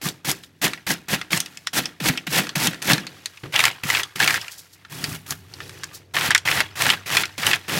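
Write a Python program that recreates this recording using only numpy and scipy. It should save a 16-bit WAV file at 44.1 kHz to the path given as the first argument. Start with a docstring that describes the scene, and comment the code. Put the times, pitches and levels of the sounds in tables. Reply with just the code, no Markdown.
"""Soft, wet dabs: a paint-loaded sponge presses paper netting on a plastic-covered table, close by.
Each dab squeezes a fizz from the foam, crinkles the sheet and thuds softly in the table.
Creases buckle and tacky paint snaps as it lets go. Dabs at the near edge land on the loose
sheet and crackle more. The room is small, and a faint motor hums in the second half."""
import sys
import numpy as np
from scipy import signal
from scipy.fft import rfft, irfft, next_fast_len
from scipy.io import wavfile
from scipy.ndimage import uniform_filter1d

SR = 44100
rng = np.random.default_rng(int(sys.argv[2]) if len(sys.argv) > 2 else 0)


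def store_pcm(level_fs):
    """Save levels as 16-bit WAV."""
    pcm = np.round(np.clip(level_fs, -1, 1) * 32767).astype(np.int16)
    wavfile.write(sys.argv[1], SR, np.atleast_2d(pcm).T)


N = 343539
LEVEL_STEP = 20   # samples between the points of a loudness curve


def from_db(db):
    """Turn decibels into a gain."""
    return 10 ** (np.asarray(db) / 20)


def add_db(*levels):
    """Level of unrelated sounds heard together."""
    return 10 * np.log10(sum(10 ** (db / 10) for db in levels))


def rms_one(x):
    """Scale a sound to an average strength (rms) of 1."""
    return x / np.sqrt(np.mean(x ** 2) + 1e-20)


def peak_one(x):
    """Scale a sound so that its loudest few milliseconds have rms 1."""
    return x / np.sqrt(uniform_filter1d(x ** 2, size=110).max())


def curves(rows):
    """Join timed rows with straight lines: one curve for each column after the time."""
    time_s, *columns = np.transpose(rows)
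    return [np.interp(np.arange(N) / SR, time_s, column) for column in columns]


def butter(x, hz, kind, order=2):
    """Keep the "low" or the "high" side of a frequency."""
    return signal.sosfilt(signal.butter(order, np.clip(hz, 10, .45 * SR), kind, fs=SR, output="sos"), x)


def resonate(x, hz, width_hz):
    """Ring at one pitch; the narrower the width, the longer the ring."""
    r = np.exp(-np.pi * width_hz / SR)
    feedback = [1, -2 * r * np.cos(2 * np.pi * hz / SR), r * r]
    return signal.lfilter(np.array([1, 0, -1]) * (1 - r * r) / 2, feedback, x)


def coloured(x, spectrum):
    """Give a steady sound its tone colour, at rms 1."""
    hz, level_db = np.transpose(spectrum)
    size = next_fast_len(N)
    log_hz = np.log(np.arange(size // 2 + 1) * SR / size + 1)
    gain = from_db(np.interp(log_hz, np.log(hz), level_db, left=-90, right=-90))
    return rms_one(irfft(rfft(x, size) * gain, size)[:N])


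def blend(a, b, share):
    """Mix two unrelated sounds at equal power; share is the part of b."""
    share = np.clip(share, 0, 1)
    return np.sqrt(1 - share) * a + np.sqrt(share) * b


def grains(per_s, spread_db):
    """Tiny random clicks; a spread above 0 makes a few much larger than the rest."""
    sizes = from_db(spread_db * np.minimum(rng.exponential(1, N), 4))
    return rms_one((rng.random(N) < per_s / SR) * sizes * rng.choice([-1, 1], N))


def texture(level_db, per_s, spread_db, grainy):
    """Separate grains under the sponge, melting to a smooth hiss as the sound dies away."""
    contact = np.interp(level_db, [-60, -36], [.05, 1])
    return blend(rng.standard_normal(N), grains(per_s, spread_db), grainy * contact)


def clumps(flutter_hz, depth_db):
    """Grains come in little avalanches: a fast, uneven gain."""
    surge = rms_one(butter(rng.standard_normal(N), flutter_hz, "low"))
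    return rms_one(from_db(depth_db * np.clip(surge, -2, 2)))


def room(x, fade_s=0.3):
    """The walls of a small room return a short wash of echoes that falls 60 dB in fade_s."""
    t = np.arange(SR // 2) / SR
    tail = rng.standard_normal(len(t)) * from_db(-60 * t / fade_s) * (t > .005)
    tail = butter(tail, 16000, "low", order=1)
    return signal.fftconvolve(x, tail / np.sqrt(np.sum(tail ** 2)))[:N]


# The motor's two tones: pitch_hz, relative_db
MOTOR_TONES = [(95, 13), (142.5, -0.5)]
# How loud the motor is: time_s, level_db
MOTOR_LEVEL = [(0, -64), (3.2, -63), (4.7, -64), (5.4, -48.5), (5.7, -52.5), (6.1, -55), (6.5, -48),
               (7.79, -54)]


def motor_hum():
    """A distant motor hums, wavering a little in pitch."""
    wavering_s = np.arange(N) / SR + .0012 * rms_one(butter(rng.standard_normal(N), 3, "low"))
    tones = sum(from_db(db) * np.sin(2 * np.pi * hz * wavering_s) for hz, db in MOTOR_TONES)
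    return from_db(curves(MOTOR_LEVEL)[0]) * rms_one(tones)


# The paper's quiet rustle, in relative levels: time_s, treble_db, middle_db, bass_db
PAPER_RUSTLE = [(0.0, -71.0, -61.5, -60), (0.57, -68.5, -63.5, -53.5), (1.0, -69, -60, -70),
                (1.55, -54.5, -50, -51), (1.64, -59, -55.5, -55), (2.2, -74.5, -66, -62),
                (3.12, -54.5, -48.0, -46), (3.4, -56, -53.5, -59.5), (4.1, -61.0, -57, -58),
                (4.44, -47, -41.5, -68), (4.6, -52.5, -52.5, -53.5), (4.68, -59.5, -58, -59),
                (4.85, -67.0, -57, -55.5), (5.48, -63, -56, -51), (5.62, -48, -44.5, -40.5),
                (5.96, -56.5, -48.5, -47.5), (6.08, -70, -64.5, -52.5), (7.79, -53, -46.5, -58)]


def rustle_levels():
    """The paper rustles between dabs: the resting levels of fizz, crinkle and thud, in dB."""
    treble, middle, bass = [level[::LEVEL_STEP] for level in curves(PAPER_RUSTLE)]
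    return treble + 1, middle - 1.5, bass - 3


def settling_creases(crinkle_db, per_s, gain_db):
    """The crumpled paper settles in sparse little ticks, each at one of twelve pitches."""
    pitches_hz = np.geomspace(1200, 6000, num=12)
    ticks = grains(per_s, spread_db=0)
    chosen = rng.integers(0, len(pitches_hz), N)
    rings = sum(resonate(ticks * (chosen == k) + 1e-18, hz, width_hz=67) * (hz / 2000) ** -.4
                for k, hz in enumerate(pitches_hz))
    # the ticks level off under a loud crinkle, so they stand out only between dabs
    settling_db = np.interp(crinkle_db, [-70, -38, -24], [-72, -38, -37])
    return from_db(settling_db + gain_db) * rms_one(rings)


# The sponge lands flat and traps air under the sheet: start_s, relative_db, pitch_fall_s
AIR_PATS = [(2.002, -27, 0.0077), (2.268, -28.5, 0.0076), (2.555, -26, 0.0061), (3.432, -48, .022),
            (3.835, -36.5, .008), (4.159, -40, .009), (7.378, -36, .009)]


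def air_pats(start_hz=750, end_hz=135):
    """A cushion of air is pushed out: a soft pat whose pitch drops as the sheet settles."""
    out, t = np.zeros(N + SR), np.arange(SR // 6) / SR
    phases = rng.uniform(0, 2 * np.pi, len(AIR_PATS))
    for (start_s, db, fall_s), phase in zip(AIR_PATS, phases):
        pitch_hz = end_hz + (start_hz - end_hz) * np.exp(-t / fall_s)
        tone = np.sin(2 * np.pi * np.cumsum(pitch_hz) / SR + phase)
        age = t / (fall_s + 0.012)
        swell = (age * np.exp(1 - age)) ** 2
        start = round(start_s * SR)
        out[start:start + len(t)] += from_db(db + 1) * swell * tone
    return out[:N]


# The table top's low notes, and their relative levels when it is pressed in the middle or at the edge:
# pitch_hz, width_hz, middle_db, edge_db
TABLE_NOTES = [(54.4, 7.3, -15, -21), (106.8, 24, -33, 5.5), (140.4, 33, -0.5, 2), (180.7, 65, 1, -8.5),
               (254.6, 18, 0.5, -9.5), (307.5, 21.6, -1.5, -5.5), (366.4, 45, -7.5, 0),
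               (443, 205, -14, -5.5)]


def table_thud(level_db, near_edge, slowness):
    """The soft, uneven push of the sponge shakes the low notes of the table top."""
    push, middle, edge = rng.standard_normal(N), 0, 0
    for k, (hz, width_hz, middle_db, edge_db) in enumerate(TABLE_NOTES):
        note = (-1) ** k * resonate(push, hz, width_hz)
        middle = middle + from_db(middle_db) * note
        edge = edge + from_db(edge_db) * note
    shake = blend(rms_one(middle), rms_one(edge), near_edge)
    shake = butter(butter(shake, 760, "low"), 40, "high", order=4)
    # a slow press favours the low notes
    shake = blend(shake, rms_one(resonate(push, 159, width_hz=63)), slowness)
    # the hand sets the strength of each thud, so chance swells are evened out
    shake = shake / np.sqrt(uniform_filter1d(shake ** 2, size=1500) + 1e-9)
    # under a hard press the foam is flat and part of the push goes into the knock
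    spent_db = np.interp(level_db, [-34, -20], [0, -2.5])
    return from_db(level_db + spent_db - 0.97) * butter(shake, 28, "high")


# The sponge squashes flat against the table: start_s, relative_db, pitch_hz
TABLE_KNOCKS = [(0.06, -22.5, 181), (0.281, -24, 171), (0.648, -23, 189), (1.128, -19, 193),
                (1.334, -22, 183), (2.094, -16, 150), (2.397, -23, 169), (2.566, -25.5, 158),
                (2.677, -20.5, 170), (2.891, -24, 166), (2.928, -17.5, 153), (3.849, -28.5, 145),
                (4.227, -27.5, 170), (5.03, -29, 155), (5.08, -27, 143), (5.115, -27.5, 136),
                (6.282, -26.5, 122), (6.576, -28, 115), (6.87, -27, 142.1), (7.766, -29, 175)]


def table_knocks(rise_s=0.0076):
    """A soft push makes one table note swell and die quickly, with a weaker, higher note beside it."""
    out, t = np.zeros(N + SR), np.arange(SR // 8) / SR
    swell = (t / rise_s * np.exp(1 - t / rise_s)) ** 2.7
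    tail = 0.055 * (1 - np.exp(-t / rise_s)) * from_db(-60 * t / 0.13)
    phases = rng.uniform(0, 2 * np.pi, (len(TABLE_KNOCKS), 2))
    for (start_s, db, hz), phase in zip(TABLE_KNOCKS, phases):
        low = np.sin(2 * np.pi * hz * t + phase[0])
        high = from_db(-7) * np.sin(2 * np.pi * 1.814 * hz * t + phase[1])
        start = round(start_s * SR)
        out[start:start + len(t)] += from_db(db + 1.5) * (swell + tail) * (low + high)
    return out[:N]


# The notes of the plastic sheet lying on the table: pitch_hz, width_hz, gain_db
SHEET_NOTES = [(722, 66, -10.5), (903, 11, -2), (1075, 46, -13.5), (1380, 29, -3), (1480, 26, -9),
               (1640, 34, -3), (1759, 34, -3), (1920, 43, -5), (2580, 29, -7), (2760, 43, -20.5),
               (3400, 33, -12)]


def on_sheet(x):
    """Whatever moves the sheet also sets its notes ringing."""
    return x + sum(from_db(db) * resonate(x, hz, width_hz) for hz, width_hz, db in SHEET_NOTES)


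def burst(t, fast_s, tail_s, tail_db):
    """A sharp release, then a short shiver of the sheet; each falls 60 dB in its given time."""
    fade = from_db(-60 * t / fast_s) + from_db(tail_db - 60 * t / tail_s)
    return rng.standard_normal(len(t)) * fade


def fold(x, lag_s, share):
    """The far end of a crease follows a moment later, which makes a snap sound hollow."""
    samples = np.arange(len(x))
    return x + share * np.interp(samples - lag_s * SR, samples, x, left=0)


# The loudest creases buckling and paint letting go, in relative levels:
# start_s, ring_db, crack_db, pitch_hz
CREASE_AND_PAINT_SNAPS = [(0.0873, -29, -24.5, 3830), (0.3033, -26, -25, 3500), (0.3149, -31, -17, 7500),
                          (0.4353, -40, -44, 3570), (0.6482, -17, -30, 2300), (0.68, -34, -27, 3530),
                          (0.734, -24, -32, 2070), (0.7757, -37.5, -62, 2090), (0.9055, -22, -37, 2020),
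                          (1.1442, -20, -39, 2060), (1.214, -25, -34, 2080), (1.3304, -14.5, -23, 2180),
                          (1.3747, -24, -20, 2780), (1.403, -25, -16, 6000), (1.4603, -34, -33, 2760),
                          (1.5726, -37.5, -33.5, 2500), (1.6665, -40, -48, 2980),
                          (1.6709, -21.5, -23, 5370), (1.8561, -22, -31, 5470), (2.0864, -16.5, -24, 2030),
                          (2.175, -23, -26, 2700), (2.469, -30, -36, 1200), (2.492, -25.5, -35, 4500),
                          (2.6713, -17, -16, 3340), (2.7328, -30, -45, 1740), (2.7448, -32, -39, 1820),
                          (2.8244, -32, -27, 2700), (2.8986, -15, -37, 1760), (2.933, -15, -13.5, 3900),
                          (2.9803, -26, -31.5, 1640), (3.068, -31, -33, 4320), (3.2581, -26.5, -24.5, 4280),
                          (3.373, -40.5, -50, 2520), (3.556, -18.5, -43, 1990), (3.561, -12.5, -24, 3000),
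                          (3.592, -13, -20, 2450), (3.603, -14.5, -22, 2200), (3.639, -13, -19, 2080),
                          (3.653, -12, -14.5, 2440), (3.714, -39, -38, 2190), (3.901, -15.5, -21.5, 2050),
                          (3.939, -20, -39, 1890), (3.949, -14.5, -39, 2560), (3.97, -19, -39, 2260),
                          (3.996, -22, -47, 1920), (4.033, -24.5, -25.5, 3220), (4.2013, -13, -20.5, 1710),
                          (4.227, -16.5, -31, 2030), (4.2342, -19, -25, 2900), (4.243, -18, -24, 2900),
                          (4.276, -12, -20.5, 2180), (4.297, -19.5, -37, 2000), (4.3066, -15, -24, 1780),
                          (4.3421, -15, -24, 1550), (4.3586, -19.5, -48, 2050), (4.414, -29, -35, 5370),
                          (4.4811, -30, -38, 2360), (4.8494, -39.5, -77, 1320),
                          (5.0409, -19.5, -22.5, 4760), (5.307, -31, -21, 6000), (5.323, -26, -50, 1550),
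                          (5.538, -37.5, -35.5, 4740), (5.604, -28, -54, 1870), (5.694, -39, -37, 1720),
                          (5.8346, -29, -31, 1640), (5.841, -39, -28, 6760), (6.1658, -17.5, -38, 1820),
                          (6.21, -22, -36, 2420), (6.3065, -11.5, -19, 1880), (6.3145, -17, -32, 2300),
                          (6.3487, -7, -12, 1870), (6.36, -15.5, -27, 1700), (6.3784, -26, -20, 3280),
                          (6.476, -15, -45, 2000), (6.4853, -16, -42, 2160), (6.514, -20, -23, 2900),
                          (6.6043, -10.5, -22.5, 2042), (6.8102, -21, -35, 1870), (6.8206, -19, -19, 2050),
                          (6.8657, -14, -22.5, 1420), (6.8915, -14, -32, 2230), (6.9014, -8.5, -18.5, 3171),
                          (7.15, -19, -29, 1850), (7.1691, -10, -19.5, 2550), (7.2352, -18.5, -42, 2130),
                          (7.255, -28, -27.5, 2510), (7.432, -21, -38, 1770), (7.4664, -13, -16.5, 2890),
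                          (7.513, -16.5, -27, 2800), (7.5327, -11, -41, 2540), (7.5407, -17, -43, 2040),
                          (7.559, -39, -31, 3050)]


def snaps(landings, fizz_db, open_top_hz=4850, pressed_top_hz=8800):
    """Creases, paint and landings snap: a bright crack and the brief ring of a patch of sheet."""
    out, t = np.zeros(N + SR), np.arange(SR // 10) / SR
    for start_s, ring_db, crack_db, hz in CREASE_AND_PAINT_SNAPS + landings:
        start = round(start_s * SR)
        lag_s = rng.integers(1, 4) / hz
        flex = on_sheet(burst(t, fast_s=0.012, tail_s=0.06, tail_db=-3))
        flex = butter(butter(flex, 1040, "high", order=3), 4370, "low", order=3)
        ring = resonate(flex, hz, width_hz=800) + 0.47 * flex
        ring = peak_one(fold(ring, lag_s, share=0.41))
        tear = fold(burst(t, fast_s=0.012, tail_s=0.09, tail_db=-18), lag_s, share=0.5)
        # a crack is brighter under the sponge than in the open
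        top_hz = np.interp(fizz_db[start], [-48, -32], [open_top_hz, pressed_top_hz])
        crack = peak_one(butter(butter(tear, 4700, "high", order=3), top_hz, "low"))
        out[start:start + len(t)] += from_db(ring_db + 3) * ring + from_db(crack_db + 3) * crack
    return out[:N]


# The tone colour of the paper netting: pitch_hz, relative_db
NETTING_COLOUR = [(300, -19), (480, -5), (750, 0), (1080, -2.5), (1500, -0.5), (1850, 2), (2300, 1.5),
                  (3500, -.5), (4300, -6), (6000, -26)]
# The tone colour of the loose plastic sheet: pitch_hz, relative_db
SHEET_COLOUR = [(300, -16.5), (480, -12), (880, -3), (1050, -3.5), (1450, -3), (1650, -1.5), (1950, -1.5),
                (2250, -1.5), (3000, -2.5), (4200, -8.5), (6000, -20.5)]


def crinkle(level_db, near_edge):
    """The netting rustles finely; the loose sheet at the edge crackles in coarser clumps."""
    netting = texture(level_db, per_s=5600, spread_db=3.5, grainy=0.57)
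    netting *= clumps(flutter_hz=150, depth_db=2.5)
    netting = from_db(-0.47) * coloured(on_sheet(netting), NETTING_COLOUR)
    sheet = texture(level_db, per_s=2000, spread_db=2, grainy=0.35)
    sheet *= clumps(flutter_hz=129, depth_db=4.5)
    sheet = from_db(-0.7) * coloured(on_sheet(sheet), SHEET_COLOUR)
    return from_db(level_db) * blend(netting, sheet, near_edge)


# The tone colour of the wet foam: pitch_hz, relative_db
FOAM_COLOUR = [(2800, -9), (4200, 0.5), (5200, 1.5), (7000, -1.5), (9500, -5.5), (11500, -3.5),
               (13500, -7.5), (16000, -9.5)]


def foam_fizz(level_db, slowness):
    """Thousands of wet foam cells burst in small clusters as the sponge is squeezed."""
    cells = texture(level_db, per_s=8900, spread_db=0, grainy=0.64)
    cells = coloured(cells * clumps(flutter_hz=110, depth_db=1.9), FOAM_COLOUR)
    # the dying sound loses its treble first; a slow press opens the finest cells and sounds brighter
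    treble = signal.sosfiltfilt(signal.butter(2, 8000, "high", fs=SR, output="sos"), cells)
    treble_db = np.interp(level_db, [-60, -45, -30], [-2.5, -1.5, 1.2]) + 9.4 * slowness
    return from_db(level_db - 0.32) * (cells + (from_db(treble_db) - 1) * treble)


# Light brushes of the sponge: peak_s, fizz_db
SPONGE_BRUSHES = [(0.44, -45), (4.42, -40), (4.521, -36), (4.586, -38), (4.736, -47), (5.95, -34.5)]


def brush_levels(t, rise_db_per_s=993, fall_db_per_s=502):
    """Each brush is a fizz that is over at once: one loudness curve per brush, in dB."""
    return [db - np.maximum(rise_db_per_s * (peak_s - t), fall_db_per_s * (t - peak_s))
            for peak_s, db in SPONGE_BRUSHES]


# Each dab of the sponge, in relative levels; swell_db is scaled for each layer of the sound:
# lands_s, pressed_s, lifts_s, tick_db, swell_db, held_change_db, fizz_db, crinkle_db, thud_db
SPONGE_DABS = [(0.013, 0.061, 0.1, -41.5, 12, -9, -28, -27.5, -27.0),
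               (0.245, 0.296, 0.32, -34.5, 9.5, -7, -23.5, -23.5, -27),
               (0.614, 0.643, 0.67, -32.5, 10, -5.5, -21.0, -17.5, -23.5),
               (0.865, 0.908, 0.94, -28.5, 11.0, -11.5, -23, -21, -22),
               (1.082, 1.136, 1.154, -33, 13, -6.5, -23.5, -20, -24),
               (1.304, 1.324, 1.374, -32.5, 16, -1.5, -26.5, -25.5, -30.5),
               (1.73, 1.792, 1.789, -34, 12, -3.5, -19.5, -17.5, -22),
               (2, 2.056, 2.093, -32.5, 21, 1.5, -24, -21.5, -24.5),
               (2.266, 2.328, 2.393, -29.5, 24, 8, -28.0, -25.5, -30.5),
               (2.553, 2.65, 2.661, -22.5, 10, 1, -23, -20.5, -24),
               (2.817, 2.903, 2.921, -33.5, 18.0, 1, -21.5, -17.5, -19),
               (3.433, 3.455, 3.46, -49.5, -4, 4, -59, -43.5, -37),
               (3.521, 3.543, 3.686, -44.0, 13, 1.5, -32, -24, -39),
               (3.833, 3.891, 4.008, -27.5, 11.5, -2, -30, -24.5, -38.0),
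               (4.156, 4.208, 4.376, -28.5, 29.5, -5.5, -28, -20.5, -33.5),
               (4.895, 4.923, 5.16, -59, 10, 2.5, -42.5, -41, -39),
               (5.261, 5.32, 5.324, -44, 15, -2, -36, -35.5, -34.5),
               (6.136, 6.153, 6.28, -45, 7, 3, -32.5, -24.0, -37.0),
               (6.283, 6.308, 6.335, -39, 5, -2.5, -46, -26.5, -38),
               (6.451, 6.527, 6.61, -32, 2.5, -0.5, -30, -22.0, -34),
               (6.753, 6.822, 6.94, -44, 12.5, -4.5, -27, -20.5, -31.5),
               (7.058, 7.133, 7.223, -36, 9, -3, -28, -22.5, -33.5),
               (7.378, 7.48, 7.56, -29.5, 12, -9, -26.5, -20, -30),
               (7.679, 7.739, 7.86, -38.5, 5, 1.5, -29.0, -23.5, -28)]


def dab_levels(t, layer, tick_gain_db, swell_scale, drop_db, drop_s, tail_db_per_s):
    """One layer's loudness in dB: each dab ticks, swells as the foam is squeezed, holds and lifts."""
    touch_s, tick_db_per_s = 0.0036, 600   # the foam needs a moment to meet the paper
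    column = ("fizz", "crinkle", "thud").index(layer)
    levels = []
    for lands_s, pressed_s, lifts_s, tick_db, swell_db, held_change_db, *layers_db in SPONGE_DABS:
        squeeze = np.clip((t - lands_s) / max(pressed_s - lands_s, .005), 0, 1)
        held = np.clip((t - pressed_s) / max(lifts_s - pressed_s, .005), 0, 1)
        lifted_s = np.maximum(t - lifts_s, 0)
        press = layers_db[column] - swell_scale * swell_db * (1 - squeeze) + held_change_db * held
        release = drop_db * (1 - np.exp(-lifted_s / drop_s)) + tail_db_per_s * lifted_s
        tick = tick_db + tick_gain_db - tick_db_per_s * np.maximum(t - lands_s - touch_s, 0)
        contact = np.clip((t - lands_s) / touch_s, 1e-6, 1)
        levels.append(add_db(np.maximum(press - release, -200), tick) + 20 * np.log10(contact))
    return add_db(*levels)


def landing_snaps(lag_s=0.003, pitch_hz=2300):
    """The first touch of each dab snaps the sheet: extra rows for snaps()."""
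    return [(lands_s + lag_s, tick_db + 0.5, tick_db - 8.5, pitch_hz)
            for lands_s, _, _, tick_db, *_ in SPONGE_DABS]


def sponge_levels():
    """Loudness of fizz, crinkle and thud in dB: all dabs and brushes over the quiet rustle."""
    t = np.arange(0, N, LEVEL_STEP) / SR
    treble_db, middle_db, bass_db = rustle_levels()
    fizz_db = dab_levels(t, "fizz", tick_gain_db=-3, swell_scale=1.1,
                         drop_db=10, drop_s=0.0088, tail_db_per_s=179)
    crinkle_db = dab_levels(t, "crinkle", tick_gain_db=2, swell_scale=1.45,
                            drop_db=10.5, drop_s=0.016, tail_db_per_s=149)
    thud_db = dab_levels(t, "thud", tick_gain_db=-7, swell_scale=1.74,
                         drop_db=5, drop_s=0.02, tail_db_per_s=144)
    layers = [(treble_db, fizz_db, *brush_levels(t)), (middle_db, crinkle_db), (bass_db, thud_db)]
    return [np.interp(np.arange(N) / SR, t, add_db(*layer)) for layer in layers]


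# Where and how the sponge lands:
# time_s, near_edge (0 on the netting, 1 on the loose sheet), slowness (0 quick dab, 1 slow press)
SPONGE_TOUCH = [(0, 0.12, 0.17), (3.1, 0.05, 0.01), (3.45, 0.9, 0.12), (4.5, 0.87, 0.053),
                (4.85, 0.42, 0.43), (5.35, 0.36, 0.93), (5.6, 0.97, 0.11), (7.79, 0.54, 0.022)]


def scene():
    """The sponge dabs away over the faint motor, the same in both ears."""
    fizz_db, crinkle_db, thud_db = sponge_levels()
    near_edge, slowness = curves(SPONGE_TOUCH)
    sponge = foam_fizz(fizz_db, slowness) + crinkle(crinkle_db, near_edge)
    sponge += table_thud(thud_db, near_edge, slowness) + air_pats()
    motor = motor_hum()
    hits = table_knocks() + settling_creases(crinkle_db, per_s=90, gain_db=-5)
    hits += snaps(landing_snaps(), fizz_db)
    mix = motor + sponge + hits + from_db(-30) * room(hits)
    return np.array([mix, mix])


def record(dry):
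    """Round off the highest peaks and cut the very top of the treble."""
    ceiling, cutoff_hz = .93, 16000
    rounded = ceiling * dry / (ceiling ** 4 + dry ** 4) ** (1 / 4)
    low_pass = signal.firwin(255, cutoff_hz, fs=SR)
    return signal.fftconvolve(rounded, low_pass[None], mode="same", axes=1)


dry = scene()
out = record(dry)
store_pcm(out)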